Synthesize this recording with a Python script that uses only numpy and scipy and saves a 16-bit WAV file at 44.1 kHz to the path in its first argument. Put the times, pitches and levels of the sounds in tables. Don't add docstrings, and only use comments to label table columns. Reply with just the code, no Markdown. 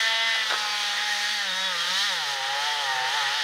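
import sys
import numpy as np
from scipy import signal
from scipy.fft import rfft, irfft
from scipy.io import wavfile
from scipy.ndimage import uniform_filter1d

SR = 44100
rng = np.random.default_rng(int(sys.argv[2]) if len(sys.argv) > 2 else 0)


def master(y):
    cut = np.clip(np.atleast_2d(y).T, -1, 1)
    pcm = np.round(cut * 32767)
    wavfile.write(sys.argv[1], SR, pcm.astype(np.int16))


N = 151263
TIME = np.arange(N) / SR
FLUTTER_PER_S = 9


def from_db(db):
    return np.exp(np.asarray(db) * (np.log(10) / 20))


def in_time(rows):
    s, *columns = np.transpose(rows)
    return [np.interp(TIME, s, column) for column in columns]


def at_hz(points, hz):
    f, db = np.transpose(points)
    return np.interp(np.log(hz + 1e-9), np.log(f), db)


def shares(centres_hz, hz):
    count = len(centres_hz)
    place = np.interp(np.log(hz + 1e-9), np.log(centres_hz), np.arange(count))
    return [np.maximum(1 - np.abs(place - k), 0) for k in range(count)]


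def drift(rate):
    step = 20
    pole = np.exp(-2 * np.pi * rate * step / SR)
    noise = rng.standard_normal(N // step + 2002)
    slow = signal.lfilter([1], [1, -2 * pole, pole * pole], noise)[2000:]
    slow = slow / slow.std()
    between = np.arange(step) / step
    lines = slow[:-1, None] + np.diff(slow)[:, None] * between
    return lines.ravel()[:N]


def colour(x, spectrum):
    hz = np.arange(N // 2 + 1) * SR / N
    return irfft(rfft(x) * from_db(at_hz(spectrum, hz)), N) * np.sqrt(SR / 2)


def hum():
    hum_hz, level_db, waver_db = 145.5, -64, 2.5
    start_s, rise_s = 2.1, .25
    rise = np.clip((TIME - start_s) / rise_s, 0, 1)
    level = from_db(level_db + waver_db * drift(FLUTTER_PER_S))
    return rise * level * np.sqrt(2) * np.sin(2 * np.pi * hum_hz * TIME)


def wood(events, spectrum):
    trim_db, attack_s = -55, .0003
    burst = 0
    for s, db, t60 in events:
        age = np.maximum(TIME - s, 0)
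        attack = 1 - np.exp(-age / attack_s)
        decay = from_db(trim_db + db - 60 * age / t60)
        burst = burst + rng.standard_normal(N) * attack * decay
    return colour(burst, spectrum)


def knock():
    # (t/s, relative level/dB, t60/s)
    knocks = [(.349, -13, .14)]
    # (f/Hz, relative density/dB per Hz)
    knock_body = [(60, -45), (300, -16), (480, -8), (750, 9), (1000, -4), (1500, -3), (3000, -26),
                  (15000, -40)]
    return wood(knocks, knock_body)


def cracks():
    # (t/s, relative body level/dB, t60/s, relative splinter level/dB)
    snaps = [(.5, -9, .04, 1), (.504, -3, .04, -7), (.5105, -1, .03, -7), (.5165, -8, .03, -20),
             (.523, -1, .035, -14), (.531, -7, .04, -14), (.538, -3, .06, -20), (.551, -12, .04, -20),
             (.562, -11, .04, -20)]
    # (f/Hz, relative density/dB per Hz)
    hollow_body = [(60, -46), (130, -29), (180, -13), (300, -19), (450, 2), (600, -1), (850, 2), (1050, -1),
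                   (1300, 3), (1510, 10), (1800, -3), (3000, -10), (5000, -14), (8000, -30), (15000, -42)]
    # (f/Hz, relative density/dB per Hz)
    splinter_edge = [(1000, -33), (2900, -2), (3500, -5), (3800, 10.5), (4200, -1), (5500, -17),
                     (8000, -21), (15000, -44)]
    body = wood([(s, db, t60) for s, db, t60, _ in snaps], hollow_body)
    splinter = wood([(s, db, t60) for s, _, t60, db in snaps], splinter_edge)
    return body + splinter


def ringing(turns):
    # (t/s, length/s, relative level/dB rms, f/Hz)
    ring_bursts = [(.885, .035, -37, 1850), (.93, .056, -31.5, 1850), (1.03, .08, -40, 1880),
                   (1.135, .04, -33, 1860), (1.18, .058, -30, 1865), (1.26, .03, -37, 1880),
                   (1.31, .025, -33, 1885), (1.35, .045, -29, 1860), (1.405, .04, -33, 1830),
                   (1.6, .11, -37, 1890), (1.75, .025, -35, 1865), (1.775, .055, -31, 3270),
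                   (1.94, .045, -33, 3060), (2.11, .03, -35, 3660), (2.762, .06, -39, 1900),
                   (2.825, .03, -34, 3250), (2.855, .083, -30.5, 1880), (2.972, .045, -32, 1800),
                   (3.04, .028, -34, 1865), (3.23, .06, -34, 1900)]
    scrape, trim_db = .55, -1.3
    width_hz, edge_s, even_s = 90, .012, .02
    jolts = np.diff(np.floor(turns), prepend=0)
    drive = jolts / jolts.std() + scrape * rng.standard_normal(N)
    out = np.zeros(N)
    for s, length, db, hz in ring_bursts:
        gate = np.clip(np.minimum(TIME - s, s + length - TIME) / edge_s + .5, 0, 1)
        on = gate > 0
        band = signal.butter(2, [hz - width_hz / 2, hz + width_hz / 2], "band", fs=SR, output="sos")
        ring = signal.sosfilt(band, drive)[on]
        running_rms = np.sqrt(uniform_filter1d(ring ** 2, int(even_s * SR)) + 1e-12)
        out[on] += from_db(trim_db + db) * gate[on] * ring / running_rms
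    return out


def rasp(turns):
    # (f/Hz, relative density/dB per Hz)
    rasp_tone = [(30, -42), (70, -45), (130, -27), (200, -30.5), (320, -31.5), (400, -23.5), (490, -7.5),
                 (620, -13), (760, -11), (930, -4), (1100, -7), (1350, 0), (1600, 0.5), (1850, 8),
                 (2150, -2), (2600, -1), (3200, 7), (4000, 4.5), (5000, -3), (6300, -4), (7300, -15),
                 (8100, -16.5), (8800, -13), (9500, -20), (10200, -17), (11300, -23.5), (12300, -21.5),
                 (13800, -29), (15300, -27.5)]
    # (t/s, low level/dB, middle level/dB, upper level/dB, treble level/dB), relative
    rasp_swells = [(0, 1, 2.5, 4, 5), (0.2, -0.5, -0.5, 2, 1), (0.36, 1, 2, -2.5, 0.3),
                   (0.44, 3.5, -1, -0.5, 0), (0.62, 4.5, 0.5, -3, -1), (0.76, -1, 0.5, -2.5, 1.5),
                   (0.88, 2, -0.5, 3.5, 1.5), (1.0, 3, 3, -3, 1), (1.15, 0.5, 1.5, -3.5, 2.5),
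                   (1.36, -0.5, 1, -2.5, 2.7), (1.48, -1, -0.5, -3, 0), (1.6, -1.5, -2.0, -5, 0.9),
                   (1.9, 2.5, 3.5, -2, 1.5), (2.02, -0.5, 5.5, -0.5, 5), (2.2, 2, -2.5, -2.5, -0.4),
                   (2.42, 3, 1.5, -4.5, -1.5), (2.62, 2, 0, -5, 0.5), (2.8, 2.5, 2, -2, 0.5),
                   (3.03, 3.5, 1.5, -7.5, -2), (3.22, 5, 2, 4, 1.2), (3.43, -2, 2, -8, -1)]
    rasp_centres = [750, 1880, 3150, 5400]
    trim_db, waver_db, waver_per_s = -69, 1.1, 3.5
    pulse_depth, grit_db, grit_per_s = .12, .4, 140
    chips_per_s, chip_db, chip_spread_db = 120, 6, 2.2

    pulse = 1 + pulse_depth * np.cos(2 * np.pi * turns)
    surge = pulse * from_db(grit_db * drift(grit_per_s))
    extra = np.minimum(rng.exponential(1, N), 4)
    sizes = from_db(chip_db + chip_spread_db * extra) * rng.choice([-1, 1], N)
    chips = sizes * (rng.random(N) < chips_per_s / SR)
    noise = rfft(colour(surge * rng.standard_normal(N) + chips, rasp_tone))

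    weights = shares(rasp_centres, np.arange(len(noise)) * SR / N)
    out = 0
    for weight, swell in zip(weights, in_time(rasp_swells)):
        level = from_db(trim_db + swell + waver_db * drift(waver_per_s))
        out = out + irfft(noise * weight, N) * level
    return out


def harmonic(turns, multiple, hz):
    # (f/Hz, level flutter/dB, phase flutter/turns)
    roughness = [(900, .8, .02), (1800, 1.1, .025), (3300, 1.4, .03), (5000, 1.3, .035)]
    rough_per_s, flutter_db = 45, 1.6
    shimmer_turns, shimmer_per_s = .05, 7
    f, rough_db, rough_turns = np.transpose(roughness)
    phase = multiple * turns + rng.random() + shimmer_turns * drift(shimmer_per_s)
    phase = phase + np.interp(hz, f, rough_turns) * drift(rough_per_s)
    level_db = flutter_db * drift(FLUTTER_PER_S) + np.interp(hz, f, rough_db) * drift(rough_per_s)
    return np.sqrt(2) * from_db(level_db) * np.sin(2 * np.pi * phase)


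def engine(speed, turns, count=38):
    # (f/Hz, level/dB before the trims below)
    muffler = [(135, -64), (185, -55), (225, -65.5), (290, -61.5), (360, -58), (430, -58.5), (560, -42),
               (630, -61), (680, -60), (760, -37.5), (840, -37.5), (920, -34.5), (1050, -54.5),
               (1250, -42.5), (1500, -42), (1650, -41.5), (1850, -34.5), (2020, -42), (2200, -46.5),
               (2650, -52), (3000, -45), (3350, -45.5), (3750, -46.5), (4150, -54.5), (4550, -51),
               (5300, -51.5), (6500, -74.5)]
    # (multiple, relative level/dB)
    order_levels = [(1, 2.7), (2, -6.1), (3, 2.1), (4, -2.8), (5, 0.4), (6, 1.6), (7, -0.5), (8, -0.5),
                    (9, 1.4), (10, -0.9), (11, 0)]
    # (t/s, low level/dB, middle level/dB, upper level/dB, treble level/dB), relative
    tone_swells = [(0, 0.5, 6.5, 11, 0), (0.13, 10.5, 7, 5.5, 6), (0.33, 4, 7, 7, 5),
                   (0.45, -7.5, 5.5, 1.5, 1), (0.65, 4, 4.5, -8, 2), (0.82, 5, -4, -0.5, -1.5),
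                   (0.95, -1.5, -6, 2, 0.5), (1.04, 5, -6, 2, 3), (1.2, 5.5, -8, 4.5, 0.5),
                   (1.36, 2, -10, 4.5, -1.5), (1.5, -10, 0, -2.5, -0.5), (1.66, -6.5, 3, 0.5, 3),
                   (1.85, -19.5, 6, -5.5, 1), (2.02, -2, 4.5, 0.5, 6.5), (2.17, -5, 0.5, -1, 0.5),
                   (2.38, -0.5, -3.5, -11.5, -5), (2.55, 0.5, 3.5, -4.1, 0.5), (2.7, 1.5, -1, -2, 1.7),
                   (2.88, 2, 2.5, -6.5, -3), (3.08, 3.5, -1.9, -5, 2.5), (3.2, -0.5, 5.5, -3, -3),
                   (3.43, -2, -3, -4, 7.5)]
    tone_centres = [778, 1200, 1770, 3020]
    whine_orders = (16, 17, 18, 20, 22)
    # (t/s, then one level/dB for each of those multiples)
    whine_levels = [(0, -3, 4, -5, -2, -5), (.1, -3, 4, -4, 1, 0), (.3, -4, 5, -4, -4, 9),
                    (.44, -2, -1, -4, 3, 4), (.6, 5, 1, 0, 2, 8), (.75, 4, 3, 1, 5, 12),
                    (.9, 5, 4, 2, 6, 9), (1.1, 4, -1, 4, 6, 3), (1.31, 6, -2, 5, 8, 16),
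                    (1.43, 3, 0, 4, 8, 13), (1.52, -2, -2, 3, 14, 3), (1.66, -2, -2, 8, 11, 1),
                    (1.76, 0, -2, 1, -1, 4), (1.92, 1, 4, 3, 3, 6), (2.0, 7, 2, 2, 11, 9),
                    (2.08, 3, 1, 2, 12, 9), (2.14, 0, 0, 2, 7, 3), (2.25, 0, 0, 0, 2, 3),
                    (2.5, 0, 0, 0, 0, 2), (2.75, 0, 0, 2, 4, 8), (3.0, 0, 0, 0, 6, 4),
                    (3.43, 0, 0, 0, 0, 1)]
    # (f/Hz, relative level/dB)
    early_colour = [(450, 2), (675, 11), (900, -7.5), (1130, -2), (1350, -6.5), (1800, -3.5), (2030, 2.5),
                    (2250, 0), (2950, 4), (3400, 6), (3850, 0.5), (4500, -1.5)]
    # (f/Hz, relative level/dB)
    turned_colour = [(640, 0), (840, -2), (1050, 8), (1260, -1), (1470, 0), (1680, -2), (1880, -8),
                     (2100, 3), (2300, 8), (2520, 8), (2730, 5), (2950, 0)]
    # (t/s, share/0-1)
    turned_share = [(.5, 0), (.6, 1), (.84, 1), (.92, .2), (1.3, .3), (1.45, 0)]
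    early_until_s, early_fade_s = .477, .059
    trim_db, firing_spread_db = -.5, .3

    swells = [0] + in_time(tone_swells)
    centres = [340, *tone_centres]
    whine = dict(zip(whine_orders, in_time(whine_levels)))
    early = np.clip((early_until_s - TIME) / early_fade_s + .5, 0, 1)
    turned, = in_time(turned_share)
    out = 0
    for k in range(1, count + 1):
        hz = k * speed
        swell = sum(weight * db for weight, db in zip(shares(centres, hz), swells))
        emphasis = np.interp(k, *np.transpose(order_levels)) + whine.get(k, 0)
        body = at_hz(muffler, hz)
        body = body + early * at_hz(early_colour, hz) + turned * at_hz(turned_colour, hz)
        out = out + from_db(body + emphasis + swell) * harmonic(turns, k, hz.mean())
    firings = np.interp(turns, np.arange(N), rng.standard_normal(N))
    return out * from_db(trim_db + firing_spread_db * firings)


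def scene():
    # (t/s, f/Hz)
    crank_speed = [(0.0, 223.0), (0.25, 226.9), (0.36, 224.0), (0.55, 212.6), (0.8, 207.4), (0.95, 203.6),
                   (1.04, 209.7), (1.18, 205.1), (1.33, 210.2), (1.42, 201.8), (1.51, 184.2), (1.66, 190.8),
                   (1.78, 170.0), (1.86, 175.0), (1.95, 189.2), (2.06, 207.4), (2.13, 182.6), (2.2, 159.0),
                   (2.26, 142.4), (2.42, 132.6), (2.55, 139.0), (2.68, 148.6), (2.8, 144.4), (2.88, 134.0),
                   (3.0, 127.0), (3.1, 132.6), (3.17, 149.4), (3.27, 134.2), (3.38, 149.2), (3.43, 140.2)]
    jitter_turns, jitter_per_s = .003, 35
    wander_turns, wander_per_s = .008, 6
    speed, = in_time(crank_speed)
    turns = np.cumsum(speed) / SR
    turns = turns + jitter_turns * drift(jitter_per_s) + wander_turns * drift(wander_per_s)
    sound = hum() + knock() + cracks() + ringing(turns) + rasp(turns) + engine(speed, turns)
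    return np.array([sound, sound])


def record(dry):
    fade_in_s, cutoff_hz = .004, 15700
    faded = dry * np.minimum(TIME / fade_in_s, 1)
    low_pass = signal.ellip(12, .1, 90, cutoff_hz, fs=SR, output="sos")
    return signal.sosfilt(low_pass, faded)


dry = scene()
out = record(dry)
master(out)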